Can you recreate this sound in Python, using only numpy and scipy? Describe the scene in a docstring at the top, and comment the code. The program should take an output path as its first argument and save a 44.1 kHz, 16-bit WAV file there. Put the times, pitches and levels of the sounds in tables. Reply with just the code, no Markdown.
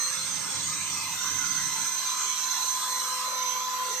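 """A trim router on a computer-driven gantry mills a plastic sheet in a workshop.
From the start its shaft whines at about 30 000 rpm over the rush of its cooling fan, a stepper motor's
hum and a low rumble. In the first second the bit squeals several times. Halfway through, the rumble
dies away and the whine at twice the shaft speed grows. Rasps and squeals still come now and then.
To the end the speed slowly sags, and the whines swell differently at each side as the head travels."""
import sys
import numpy as np
from scipy import signal
from scipy.fft import rfft, irfft, next_fast_len
from scipy.io import wavfile
from scipy.ndimage import uniform_filter1d, map_coordinates

SR = 44100
rng = np.random.default_rng(int(sys.argv[2]) if len(sys.argv) > 2 else 0)


def int16_out(signal):
    """Quantize to a 16-bit WAV file."""
    q = np.round(np.clip(np.atleast_2d(signal).T, -1, 1) * 32767)
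    wavfile.write(sys.argv[1], SR, q.astype(np.int16))


N = 176400  # 4 seconds

# How loud the rumble is: time_s, level_db
RUMBLE_LEVEL = [(0, -65.5), (.2, -53.5), (.6, -48.5), (1.0, -52.5), (1.2, -54.5), (1.36, -48), (1.62, -49),
                (1.8, -50), (1.92, -64.5), (2.2, -66.5), (2.6, -75.5), (4, -73)]
# The rumble's tone colour: pitch_hz, relative_db
RUMBLE_COLOUR = [(25, -35), (55, -26), (72, -24), (92, 0.5), (115, -9), (140, -0.5), (178, 0), (225, -11),
                 (290, -3.5), (380, -22), (600, -63)]
# The drone inside the rumble: time_s, pitch_hz, level_db
DRONE = [(0, 100.6, -79), (.2, 96, -67), (.65, 100, -66), (1.05, 91, -56), (1.17, 86.7, -69),
         (1.3, 86.5, -56), (1.44, 95, -54), (1.52, 97.4, -69), (1.8, 95.2, -65), (2.3, 95, -100)]
# The stepper motor's tones: pitch_hz, level_db
STEPPER_TONES = [(199.8, -64), (409, -73), (635, -70)]

# Base colour of fan air and cutting noise through the housing: pitch_hz, left_db, right_db
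AIR_COLOUR = [(150, -115, -115), (280, -92, -91), (400, -87, -85), (720, -87, -86), (900, -75, -73),
              (1150, -71.5, -68.7), (1400, -73.5, -70), (1750, -77.5, -72.5), (2300, -76.5, -74.2),
              (2900, -76, -75), (3600, -76, -70), (4400, -74, -73), (5200, -80.5, -72), (5750, -78, -65),
              (6400, -73.5, -65), (6850, -68, -71), (7400, -71, -77), (7900, -73, -76), (8550, -87, -87),
              (9700, -87, -83), (10700, -104, -96), (12000, -103, -92), (13500, -101, -83),
              (15300, -108, -96)]
# How alike left and right noise are (1 = the same): pitch_hz, likeness
SIDES_ALIKE = [(200, .9), (700, 0.61), (1300, 0.76), (2400, 0.07), (4400, 0.045), (8000, 0.057), (15000, 1)]
# Where the frame and sheet ring: pitch_hz, width_hz, boost_db
FRAME_RINGS = [(1444, 40, 1.5), (2267, 35, 4), (3467, 25, 2), (4019, 70, 5), (5650, 60, 3), (5900, 50, 3),
               (6440, 50, 3), (7415, 50, 4)]
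# Slow rise and fall of the rush's lower part (body) and treble (hiss): time_s, change_db
BODY_SWING = [(0, -2.5), (.5, 0.5), (1.0, -0.4), (1.6, -0.1), (2.0, 0), (2.25, -0.5), (2.6, -1.4),
              (3.2, -0.5), (4, 0.1)]
HISS_SWING = [(0, -0.1), (.5, 1.3), (1.1, 1.2), (1.7, 0.6), (2.4, 1.6), (3.0, 0.3), (3.5, -1.5), (4, -1)]

# Brief surges of noise: peak_s, spread_s, pitch_hz, spread_octaves, level_db
RASPS = [(.19, 0.044, 1350, .1, -45), (.8, .07, 2360, 0.064, -44), (1.03, .05, 2400, 0.089, -46),
         (1.087, 0.056, 984, 0.13, -42), (1.265, 0.03, 1180, .25, -42), (2.2, 0.05, 1250, 0.17, -40),
         (2.32, 0.11, 3100, .08, -44.5), (2.575, 0.038, 850, .15, -47.5), (3.072, 0.056, 1235, 0.11, -41),
         (3.318, 0.06, 580, 0.21, -50), (3.63, 0.04, 1210, 0.14, -43), (3.902, 0.033, 450, .28, -47)]
# Squeals of the bit in the cut: peak_s, spread_s, pitch_hz, level_db
SQUEALS = [(0.022, 0.046, 1837, -48), (.17, .021, 3500, -46), (.503, 0.034, 3390, -47.5),
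           (.715, .03, 4800, -49), (.93, 0.023, 3480, -51), (2.303, 0.032, 2246, -50),
           (3.45, 0.07, 3660, -48.5)]

# How fast the shaft spins: time_s, turns_per_s
SHAFT_SPEED = [(0, 517.9), (0.55, 516.1), (1.1, 514.3), (2.2, 512.1), (3, 510.0), (3.85, 507.3), (4, 507.6)]
# Base levels of the strong whines, at 1, 2, 8, 12 and 16 times that speed: time_s, left_db, right_db
SHAFT = [(0.0, -55.5, -54), (1.62, -75, -65), (1.86, -62, -54), (1.961, -91, -66), (2.66, -59.5, -83),
         (2.98, -50.5, -59), (3.62, -47.5, -64), (4.0, -40.5, -52)]
FLUTES = [(0.0, -55, -55), (1.1, -46, -46), (2.04, -42, -47), (2.12, -38, -38), (2.36, -41, -44),
          (2.74, -35, -38), (3.28, -36, -39), (3.46, -33, -35), (3.86, -34, -35), (4.0, -45, -43)]
LOW_WHINE = [(0, -33, -45), (.08, -30.5, -50), (.13, -50, -58), (.18, -55, -54), (.215, -31.5, -41),
             (.27, -49, -57), (.46, -51, -63), (1.4, -53.5, -61), (1.75, -51, -38.5), (2.02, -59, -40.5),
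             (2.12, -46, -44), (2.62, -46, -35), (2.84, -43, -42), (2.94, -47, -34.5), (3.58, -70, -42.5),
             (3.66, -55, -44), (4, -60, -49)]
FAN_WHINE = [(0, -41, -29), (.09, -43, -31), (.16, -46, -40), (.26, -46, -38), (.34, -44, -32),
             (.46, -50, -47), (.92, -51, -39), (1.04, -52, -45), (1.24, -52, -39), (1.35, -52, -28.5),
             (2.12, -39, -32), (2.2, -43, -35), (2.3, -45, -30), (2.72, -41, -32), (2.82, -46, -43),
             (2.94, -38, -32), (3.2, -47, -45), (3.32, -42, -34), (3.5, -40, -31), (3.76, -52, -50),
             (3.9, -50, -38), (4, -43, -40)]
HIGH_WHINE = [(0.0, -41, -34), (0.44, -53, -33), (0.78, -39, -34), (1.34, -45, -40), (1.74, -35, -53),
              (1.94, -36, -44), (2.46, -41, -45), (2.68, -40, -38), (3.12, -36, -39), (3.4, -44, -55),
              (3.74, -56, -51), (3.88, -42, -40), (4.0, -48, -46)]
# The strong whines: speed_multiple, level_table, offset_db, flutter_depth, flutter_hz
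STRONG_WHINES = [(1, SHAFT, -2, 0.37, 6.9), (2, FLUTES, -0.27, 0.44, 35), (8, LOW_WHINE, 0, 0.5, 30),
                 (12, FAN_WHINE, 0.7, 0.58, 52), (16, HIGH_WHINE, -1.2, 0.3, 58)]
# Levels of the weak whines at their louder side: time_s, level_db
FOURTH = [(0, -53.5), (1.6, -46.5), (2.05, -50.5), (2.15, -60), (3.4, -58), (4, -51.5)]
FIFTH = [(0, -64), (.93, -58), (.98, -44.5), (1.14, -49.5), (1.22, -61), (4, -78)]
WHISTLE_23 = [(0, -70), (1.4, -63), (1.8, -54), (2.7, -50.5), (4, -50.5)]
WHISTLE_24 = [(0, -47.5), (.6, -55), (1.15, -43.5), (2.05, -48.5), (2.33, -61), (2.6, -45.5), (3.0, -46),
              (3.33, -58), (3.6, -46.5), (4, -46)]
WHISTLE_25 = [(0, -58), (1.4, -53), (1.7, -48.5), (2.15, -50), (2.45, -45.5), (3.55, -44.5), (3.8, -52.5)]
WHISTLE_26 = [(0, -72), (1.5, -65), (1.9, -51), (2.8, -61), (4, -49)]
# The weak whines, mostly whistle from the commutator (the motor's spinning contacts):
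# speed_multiple, level_table, left_minus_right_db, flutter_depth
WEAK_WHINES = [(4, FOURTH, 2.5, 1.1), (5, FIFTH, 0.5, 0.68), (23, WHISTLE_23, -13, 0.32),
               (24, WHISTLE_24, -13, 0.3), (25, WHISTLE_25, -10, .2), (26, WHISTLE_26, -9, 0.4)]

FLUTTER_SHARED = 0.39  # the share of flutter power common to both sides
HISS_FROM_HZ, TOP_HZ = 4040, 15550


def amp(db):
    """Turn decibels into a number to multiply by."""
    return 10 ** (np.asarray(db) / 20)


def unit(x):
    """Scale a signal to an average power of 1."""
    return x / np.sqrt(np.mean(np.abs(x) ** 2) + 1e-20)


def at_pitch(rows, hz, column=1):
    """Read one column of a table at any pitch, on a musical (log) scale."""
    table = np.transpose(rows)
    return np.interp(np.log(hz + 1), np.log(table[0] + 1), table[column])


def curves(rows):
    """Join a time table's points with straight lines: one curve for each column after the time."""
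    times, *columns = np.transpose(rows)
    return np.array([np.interp(np.arange(N) / SR, times, column) for column in columns])


def wobble(per_s):
    """A smooth random curve through per_s random points a second."""
    return map_coordinates(rng.standard_normal(int(N * per_s / SR) + 4), [np.arange(N) * per_s / SR])


def bell(x, spread):
    """A smooth hump, 1 high where x is 0."""
    return np.exp(-.5 * (x / spread) ** 2)


def filtered(x, gain_at):
    """Turn each frequency in x up or down by gain_at(hz)."""
    size = next_fast_len(N + SR // 4)
    return irfft(rfft(x, size) * gain_at(np.fft.rfftfreq(size, 1 / SR)), size)[..., :N]


def stereo_noise(patchy_db, ripple_db=0):
    """Left and right noise with quick patches and, if asked, the slow ripple of room reflections."""
    def blotches(bands, frames):
        """A random map, smoothed across pitch and time."""
        across_pitch = uniform_filter1d(rng.standard_normal(spectrum.shape[1:]), bands, axis=0)
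        return unit(uniform_filter1d(across_pitch, frames, axis=1))

    def blend(hz):
        """Weigh what the two sides share against what sets them apart."""
        angle = np.arccos(np.clip(at_pitch(SIDES_ALIKE, hz), -1, 1)) / 2
        return np.array([np.cos(angle), np.sin(angle)])

    spectrum = signal.stft(rng.standard_normal((2, N)), nperseg=2048)[2]
    uneven_db = patchy_db * blotches(bands=6, frames=5) + ripple_db * blotches(bands=3, frames=70)
    pair = signal.istft(spectrum * amp(uneven_db), nperseg=2048)[1][:, :N]
    shared, apart = filtered(pair, blend)
    return unit(np.array([shared + apart, shared - apart]))


def tone(phase, flutter, flutter_hz, drift_rad=0):
    """A stereo tone that flutters in the swirling air; drift_rad lets its sides slip out of step."""
    real, imag = filtered(rng.standard_normal((2, 3, N)), lambda hz: (1 + (hz / flutter_hz) ** 2) ** -.75)
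    shakes = unit(real + 1j * imag)  # shared, left, right; each shakes both level and phase
    shake = np.sqrt(FLUTTER_SHARED) * shakes[0] + np.sqrt(1 - FLUTTER_SHARED) * shakes[1:]
    slip = drift_rad * wobble(per_s=1.795) * np.array([[1], [-1]])
    return np.sqrt(2) * np.real((1 + flutter * shake) * np.exp(1j * (phase + slip)))


def rumble():
    """A low rumble with a wandering drone in it; both die away halfway through."""
    pitch_hz, level_db = curves(DRONE)
    drone = amp(level_db) * tone(2 * np.pi * np.cumsum(pitch_hz) / SR, flutter=0.18, flutter_hz=8.8)
    low_noise = filtered(stereo_noise(patchy_db=0.95), lambda hz: amp(at_pitch(RUMBLE_COLOUR, hz)))
    return drone + amp(curves(RUMBLE_LEVEL)) * unit(low_noise)


def stepper_hum():
    """The motor that moves the head turns in tiny steps and hums at its stepping rate."""
    t = np.arange(N) / SR
    return sum(amp(db) * tone(2 * np.pi * hz * t, flutter=0.09, flutter_hz=22) for hz, db in STEPPER_TONES)


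def air_rush():
    """The fan's rush and the cutter's hiss make the frame ring and sound different at each side."""
    def colour(hz):
        """Left and right gain, with the ringing pitches boosted."""
        ring_db = sum(db / (1 + (2 * (hz - pitch) / width) ** 2) for pitch, width, db in FRAME_RINGS)
        sides_db = np.array([at_pitch(AIR_COLOUR, hz, column) for column in (1, 2)])
        return amp(ring_db + sides_db) * np.sqrt(SR / 2)  # so the levels count per hertz

    rush = filtered(stereo_noise(patchy_db=4.1, ripple_db=1.3), colour)
    body = filtered(rush, lambda hz: 1 / (1 + (hz / HISS_FROM_HZ) ** 8))
    hiss = rush - body
    body_db = curves(BODY_SWING)[0] + .5 * wobble(per_s=14)
    hiss_db = curves(HISS_SWING)[0] + .5 * wobble(per_s=18) - 0.5
    return body * amp(body_db) + hiss * amp(hiss_db)


def bit_rasps():
    """Brief surges of narrow noise: the bit rasps in the cut, and later come a few soft low swells."""
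    t, out = np.arange(N) / SR, np.zeros((2, N))
    noise = stereo_noise(patchy_db=1.0)
    for peak_s, spread_s, pitch_hz, octaves, level_db in RASPS:
        band = filtered(noise, lambda hz: bell(np.log2((hz + 1) / pitch_hz), octaves))
        out += amp(level_db) * bell(t - peak_s, spread_s) * unit(band)
    return out


def bit_squeals():
    """The bit catches in the plastic and sings for a moment."""
    t, out = np.arange(N) / SR, np.zeros((2, N))
    for peak_s, spread_s, pitch_hz, level_db in SQUEALS:
        squeal = tone(2 * np.pi * pitch_hz * t, flutter=1, flutter_hz=40)
        out += amp(level_db) * bell(t - peak_s, spread_s) * squeal
    return out


def router_whine():
    """The spinning shaft makes tones at whole multiples of its speed, so they all sag together."""
    turns_per_s = curves(SHAFT_SPEED)[0] + 0.05 * wobble(per_s=22.2)
    angle = 2 * np.pi * np.cumsum(turns_per_s) / SR
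    out = np.zeros((2, N))
    for multiple, levels, offset_db, flutter, flutter_hz in STRONG_WHINES:
        surge_db = 2 * flutter * wobble(per_s=45)  # rougher whines also swell and break up more
        whine = tone(multiple * angle, flutter, flutter_hz, drift_rad=0.1 * np.sqrt(multiple))
        out += amp(curves(levels) + offset_db + surge_db) * whine
    for multiple, levels, left_minus_right_db, flutter in WEAK_WHINES:
        sides_db = np.array([[left_minus_right_db], [0]]) - max(left_minus_right_db, 0)
        whine = tone(multiple * angle, flutter, flutter_hz=34.4, drift_rad=0.1 * np.sqrt(multiple))
        out += amp(curves(levels) + sides_db) * whine
    return out


def scene():
    """The whole machine, heard from beside its bed."""
    return router_whine() + air_rush() + bit_squeals() + stepper_hum() + rumble() + bit_rasps()


def record(dry):
    """Cut away the very highest treble, above TOP_HZ."""
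    return filtered(dry, lambda hz: hz < TOP_HZ)


dry = scene()
out = record(dry)
int16_out(out)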